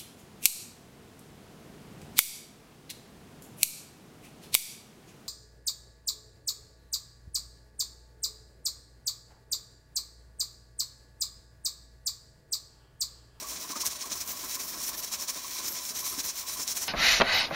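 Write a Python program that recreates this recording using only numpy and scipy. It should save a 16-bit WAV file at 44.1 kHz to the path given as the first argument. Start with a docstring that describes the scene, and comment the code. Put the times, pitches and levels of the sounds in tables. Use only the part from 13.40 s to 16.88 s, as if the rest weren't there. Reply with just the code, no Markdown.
"""A pressure cooker at full pressure, heard from close by in a tiled kitchen.
From the start the regulator weight rocks on its vent, releasing wet steam in quick, uneven spurts
over a steady leak, while the boiling pot knocks, rings near 1 kHz and gurgles above the burner's
rumble. A drop spits sharply near 0.5 s and the bass swells at 0.8 s. From 0.9 to 2.7 s the jet
now and then whistles on the rim, and near 3.3 s another drop spits sharply."""
import sys
import numpy as np
from scipy import signal
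from scipy.fft import rfft, irfft
from scipy.io import wavfile

SR = 44100
rng = np.random.default_rng(int(sys.argv[2]) if len(sys.argv) > 2 else 0)


def pcm_store(signal):
    """Save signal as 16-bit PCM."""
    levels = np.round(np.clip(np.atleast_2d(signal), -1, 1) * 32767)
    wavfile.write(sys.argv[1], SR, levels.astype(np.int16).T)


N = 153468
TIME = np.arange(N) / SR
FREQS = np.maximum(np.fft.rfftfreq(N, 1 / SR), 1)

# Steam let out as the weight tips. Each row: centre in seconds, length in seconds, hiss level in dB,
# then sizzle and rush in dB relative to it, all before the trims in steam().
SPURT_EVENTS = [(0.007, 0.056, -41, -7.1, 0.3), (0.113, 0.056, -39, -5.5, -1), (0.169, 0.019, -41, -12, 3),
                (0.225, 0.037, -40.2, -7.1, 0), (0.307, 0.029, -37.5, -13, 1.7), (0.37, 0.021, -36, -20, 1),
                (0.416, 0.02, -32, -9, 1.3), (0.466, 0.021, -29, -2, -11), (0.518, 0.025, -37.5, -6.5, 2.5),
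                (0.563, 0.019, -41.5, -8.4, 3.5), (0.618, 0.028, -37, -12, 4.5),
                (0.665, 0.024, -40.5, -4.5, 0), (0.723, 0.024, -32.5, -14, 1),
                (0.769, 0.032, -39.5, -5, 0.7), (0.815, 0.018, -32, -7, 0), (0.901, 0.038, -37.5, -0.5, -5),
                (1.02, 0.1, -42, -1, 0), (1.118, 0.04, -37, -6, 1), (1.152, 0.018, -33.5, -3.9, -0.5),
                (1.208, 0.019, -35, -7, 3.2), (1.236, 0.04, -42, -1, -3), (1.293, 0.033, -40, -3.5, 0.7),
                (1.34, 0.021, -40.9, -5.0, 5), (1.44, 0.083, -38, -4, 0.5), (1.489, 0.017, -34.5, -0.5, 0),
                (1.541, 0.019, -39.5, -5, 5), (1.589, 0.022, -36, -6, -1.5), (1.64, 0.023, -35.5, -5, -1),
                (1.681, 0.024, -42.6, -6, 4), (1.738, 0.023, -31, -6.5, 2), (1.819, 0.039, -35.5, -6.5, -1),
                (1.895, 0.018, -30, -8, 0.2), (1.967, 0.049, -39, -6, 2.3), (2.06, 0.061, -42, -5, 3.5),
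                (2.154, 0.1, -40, -4, 4), (2.189, 0.022, -37.5, -14, 1.5), (2.264, 0.046, -36, -9.5, 0.8),
                (2.285, 0.011, -35.5, -1.5, -13), (2.325, 0.026, -44, 1, -14),
                (2.37, 0.036, -35.3, -9, 0.6), (2.454, 0.071, -38.5, -6, -1),
                (2.499, 0.025, -35, -12, -3.5), (2.565, 0.023, -34, -7.5, -0.3),
                (2.599, 0.024, -35.5, -4, -1.5), (2.665, 0.031, -34, -5, -1), (2.71, 0.08, -38.5, -4.5, 1),
                (2.798, 0.021, -31.5, -6.5, 0.7), (2.857, 0.03, -35.5, -1.5, -8),
                (2.893, 0.025, -32, -10.8, -1), (2.991, 0.051, -36.5, -4.5, 1.5),
                (3.088, 0.026, -35.5, -5, 2.5), (3.13, 0.036, -38, -3, 2), (3.189, 0.036, -39.5, -5.5, 1.5),
                (3.22, 0.028, -32, -7, -3.7), (3.29, 0.022, -33.5, -7, 1.7),
                (3.316, 0.021, -31.5, -7, -3.5), (3.375, 0.024, -33, -3, -1.3),
                (3.427, 0.031, -33.5, -5.8, -7), (3.481, 0.025, -44, 1, -0.3)]
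def flow():
    """Incoherent sources add in power: spurts plus leak give the gains of rush, hiss and sizzle."""
    power = from_db([[-47], [-51], [-51.5]]) ** 2   # leak past the seated weight
    for at, length, db, sizzle_db, rush_db in SPURT_EVENTS:
        power = power + from_db([[db + rush_db], [db], [db + sizzle_db]]) ** 2 * bell(at, length)
    return np.sqrt(power)


# Spectrum of the jet. Each row: frequency in Hz, relative level in dB.
JET_SPECTRUM = [(150, -26), (800, -20), (1500, -18), (2400, -10.5), (2850, -15.5), (3400, -9.5),
                (4800, -9.5), (5300, -3), (6000, 1), (6600, -3.5), (8000, -8.5), (9300, -7), (10400, -19.5),
                (16000, -20.5)]
# Resonances and notches of weight, vent and lid. Each row: frequency in Hz, width in Hz, lift in dB.
VENT_RESONANCES = [(2380, 80, 1.5), (3565, 64, -7), (3965, 55, 10), (4124, 65, 5), (4320, 30, 0),
                   (4465, 74, 7), (4630, 55, 5.5), (4860, 58, -1), (5110, 39, 4), (5284, 100, 5),
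                   (5600, 110, 3.5), (5960, 41, 1.5), (6260, 50, -0.5), (7040, 190, 4), (8446, 130, -8),
                   (8500, 250, -1.5)]
def vent_jet():
    """Source and filter: the vent's resonances colour broadband turbulence."""
    lift_db = sum(db / (1 + (2 * (FREQS - hz) / width) ** 2) for hz, width, db in VENT_RESONANCES)
    return colour(wet_turbulence(), JET_SPECTRUM, lift_db)


# Spectrum of the jet's edge. Each row: frequency in Hz, relative level in dB.
EDGE_SPECTRUM = [(3000, -10), (7000, -5), (9200, -5.5), (10400, -7), (11100, -4.5), (12700, -5),
                 (14500, -2), (15800, -2.5)]
def edge_sizzle(spread_db=1.6):
    """Independent modulation of five bands shifts the sizzle's colour as the gap turns."""
    edge = rfft(colour(wet_turbulence(), EDGE_SPECTRUM))
    band = np.digitize(FREQS, [8000, 10500, 12200, 14000])
    return sum(irfft(edge * (band == k), N) * from_db(spread_db * drift(hz=5.8)) for k in range(5))


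def wet_turbulence(droplets_per_s=700, spray_db=-9.5):
    """Shot noise: droplets torn off at random, most small, add impulses to the turbulence."""
    turbulence = noise()
    sizes = from_db(2 * np.minimum(rng.exponential(1, N), 5)) * rng.choice([-1, 1], N)
    spray = rms_one(sizes * (rng.random(N) < droplets_per_s / SR))
    return turbulence + from_db(spray_db) * spray


def steam(flutter_hz=87.5, rush_top_hz=4400):
    """Amplitude modulation: low rush, main hiss and high sizzle follow the flow and flutter."""
    rush_gain, hiss_gain, sizzle_gain = flow()
    flutter = drift(flutter_hz)
    jet = vent_jet()
    rush = irfft(rfft(jet) / (1 + (FREQS / rush_top_hz) ** 10), N)
    hiss = jet - rush
    sizzle = edge_sizzle()
    jet_trim_db, sizzle_trim_db = 0.17, 3.8
    return (rush * rush_gain * from_db(jet_trim_db + 1.36 * drift(flutter_hz))
            + hiss * hiss_gain * from_db(jet_trim_db + flutter)
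            + sizzle * sizzle_gain * from_db(sizzle_trim_db + 1.37 * flutter))


# The jet grazes the rim. Each row: centre in seconds, length in seconds, frequency in Hz, level in dB.
RIM_WHISTLES = [(.895, 0.051, 12500, -45), (1.29, 0.044, 13100, -44), (1.452, .05, 12300, -44),
                (1.589, 0.028, 11900, -40), (2.302, 0.066, 12800, -41), (2.61, .06, 12700, -47),
                (2.688, 0.049, 11900, -41.5)]
def whistles(width_hz=2000):
    """Band-limited turbulence has a breathy pitch; each band swells and fades."""
    out = np.zeros(N)
    for at, length, hz, db in RIM_WHISTLES:
        band = resonate(resonate(noise(), hz, width_hz), hz, width_hz)
        out += from_db(db) * np.sqrt(bell(at, length)) * rms_one(band)
    return out


# Larger drops in the jet. Each row: start in seconds, peak level in dB.
DROP_BURSTS = [(.3189, -20), (.4654, -9.5), (.533, -26), (.731, -21), (1.153, -21), (2.3278, -25),
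               (2.4531, -21.5), (3.2782, -12), (3.4414, -18.5)]
def spits():
    """A heavily damped impulse response: each drop bursts with a sharp, barely ringing tick."""
    impulse = signal.unit_impulse(256)
    tick = resonate(impulse, hz=6000, width_hz=1800) + .1 * resonate(impulse, hz=10500, width_hz=7000)
    bursts = np.zeros(N)
    for at, db in DROP_BURSTS:
        bursts[int(at * SR)] = from_db(db)
    return np.convolve(bursts, tick / np.abs(tick).max())[:N]


# Modes of the pot. Each row: frequency in Hz, width in Hz, relative level in dB.
POT_MODES = [(880, 27, -8), (1018, 36.6, 2.5), (1082, 50, -3.5), (1113.4, 9.3, -1.5), (1287, 38, -10.5)]
# Knocks of the boil. Each row: peak time in seconds, relative level in dB.
BOIL_KNOCKS = [(0.123, -45), (.25, -45.5), (0.301, -48), (0.333, -44), (.439, -41.5), (.53, -46),
               (.758, -47.5), (.878, -54), (0.934, -45), (1.039, -45.5), (1.175, -44), (1.252, -46),
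               (1.344, -46.5), (1.409, -47), (1.495, -46), (1.52, -44), (1.554, -49), (1.715, -47),
               (1.80, -49), (1.827, -47), (1.891, -45.5), (1.975, -45.5), (2.05, -43), (2.161, -49),
               (2.206, -52), (2.313, -54), (2.364, -49), (2.524, -53), (2.63, -46), (2.668, -47),
               (2.74, -49), (2.773, -51), (2.884, -48.5), (3.002, -46), (3.039, -51), (3.096, -48.5),
               (3.165, -45), (3.204, -49)]
def pot(simmer_db=-56, knock_trim_db=-1, spread_db=1.5, attack_s=0.0056):
    """Modal vibration: the simmer drives the modes faintly; each knock rings them unequally."""
    simmer = noise()
    singing = sum(from_db(db) * resonate(simmer, hz, width) for hz, width, db in POT_MODES)
    out = from_db(simmer_db) * rms_one(singing)
    for hz, width, mode_db in POT_MODES:
        for at, db in BOIL_KNOCKS:
            near = np.abs(TIME - at) < .1
            age = TIME[near] - at
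            strength = from_db(knock_trim_db + db + mode_db + spread_db * rng.standard_normal())
            envelope = rise_and_decay(age, attack_s, decay_s=1 / (np.pi * width))
            out[near] += strength * envelope * np.sin(2 * np.pi * (hz * age + rng.random()))
    return out


# Spectrum of a thud. Each row: frequency in Hz, relative level in dB.
THUD_SPECTRUM = [(80, -24), (190, -4.5), (290, 0), (410, -0.5), (510, -10), (610, -1.5), (780, -12),
                 (1000, -3), (1800, -10), (3500, -23)]
# Heaves of the rolling water. Each row: peak time in seconds, relative level in dB.
WATER_HEAVES = [(.025, -50), (.122, -55), (.25, -52), (.302, -46.5), (0.364, -44), (.66, -47.5),
                (.718, -49), (.755, -56), (.905, -59), (1.04, -47), (1.17, -52), (1.207, -53), (1.338, -50),
                (1.374, -51), (1.518, -52.5), (1.547, -62), (1.823, -51), (1.89, -51), (1.963, -49.5),
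                (2.2, -49), (2.243, -51), (2.31, -50.5), (2.51, -52), (2.727, -51), (2.785, -51),
                (3.198, -49)]
def thuds(trim_db=3, attack_s=0.0086, decay_s=0.025):
    """The water heaves in dull bursts of noise, which add in power."""
    power = sum((from_db(db + trim_db) * rise_and_decay(TIME - at, attack_s, decay_s)) ** 2
                for at, db in WATER_HEAVES)
    return colour(noise(), THUD_SPECTRUM) * np.sqrt(power)


# Large bubbles. Each row: peak time in seconds, frequency in Hz, peak level in dB, decay in seconds.
BUBBLES = [(.047, 1134, -37.5, 0.02), (.361, 1230, -36.5, 0.0074), (.372, 916, -46, .025),
           (0.646, 1106, -36.5, 0.0091), (1.548, 1770, -42, 0.0091), (2.731, 1260, -46, 0.0074),
           (2.783, 276, -37, 0.0067)]
def gurgles(attack_s=.004):
    """Each bubble is a damped oscillator that rings briefly at one pitch."""
    out = np.zeros(N)
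    for at, hz, db, decay_s in BUBBLES:
        age = TIME - at
        out += from_db(db) * rise_and_decay(age, attack_s, decay_s) * np.sin(2 * np.pi * hz * age)
    return out


def kitchen(x, t60_s=0.14, level_db=-13.5):
    """Reverberation: reflections from the tiles merge into a diffuse, exponential tail."""
    tail = noise() * from_db(-60 * TIME / t60_s) * (TIME > .003)
    return from_db(level_db) * signal.fftconvolve(x, tail / np.sqrt(np.sum(tail ** 2)))[:N]


# Spectrum of burner and kitchen. Each row: frequency in Hz, relative level in dB.
BURNER_SPECTRUM = [(20, -36), (33, -15), (48, 2), (65, 0), (80, -3.5), (110, -7.5), (250, -2), (400, -4),
                   (510, -12.5), (620, 0.5), (800, -15.5), (1500, -11), (5000, -21)]
def background(rumble_db=-54.5, hum_db=-74.5, mains_hz=50.2, swell_db=-62.5):
    """Superposition of the burner's wavering rumble, a faint mains hum and one bass swell."""
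    rumble = from_db(rumble_db + 2 * drift(hz=4.7)) * colour(noise(), BURNER_SPECTRUM)
    hum = from_db(hum_db) * rms_one(np.sin(2 * np.pi * mains_hz * TIME))
    bass = rms_one(resonate(noise(), hz=55, width_hz=33))
    swell = from_db(swell_db) * np.sqrt(bell(centre_s=.8, length_s=.16)) * bass
    return rumble + hum + swell


def from_db(db):
    """Decibels to amplitude gain."""
    return 10 ** (np.asarray(db) / 20)


def rms_one(x):
    """Normalisation to an rms of 1."""
    return x / np.sqrt(np.mean(x ** 2) + 1e-20)


def noise():
    """Gaussian white noise."""
    return rng.standard_normal(N)


def colour(x, spectrum, lift_db=0):
    """Spectral shaping, with an optional lift per frequency; rms 1."""
    hz, db = np.transpose(spectrum)
    gain = from_db(np.interp(np.log(FREQS), np.log(hz), db) + lift_db)
    return rms_one(irfft(rfft(x) * gain, N))


def drift(hz):
    """Random fluctuation, low-passed at about hz; rms 1."""
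    return rms_one(irfft(rfft(noise()) / (1 + (FREQS / hz) ** 2), N))


def resonate(x, hz, width_hz):
    """A two-pole resonance with a peak gain of 1."""
    radius = np.exp(-np.pi * width_hz / SR)
    feedback = [1, -2 * radius * np.cos(2 * np.pi * hz / SR), radius ** 2]
    return signal.lfilter(np.array([1, 0, -1]) * (1 - radius ** 2) / 2, feedback, x + 1e-18)


def rise_and_decay(age, attack_s, decay_s):
    """A Gaussian rise to 1 at age 0, then exponential decay."""
    return np.exp(-np.minimum(np.where(age < 0, (age / attack_s) ** 2, age / decay_s), 20))


def bell(centre_s, length_s):
    """A Gaussian swell, length_s wide at half height."""
    return .5 ** np.minimum((2 * (TIME - centre_s) / length_s) ** 2, 20)


def scene():
    """Direct sound, reverberation and background sum in one channel."""
    cooker = steam() + whistles() + spits() + pot() + thuds() + gurgles()
    floor = background()
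    return (cooker + kitchen(cooker) + floor)[None]


def record(dry, low_cut_hz=28, high_cut_hz=15750):
    """Band limiting: the deepest bass rolls off and the top is cut steeply."""
    power_loss = (1 + (low_cut_hz / FREQS) ** 8) * (1 + (FREQS / high_cut_hz) ** 900)
    return irfft(rfft(dry) / np.sqrt(power_loss), N)


dry = scene()
out = record(dry)
pcm_store(out)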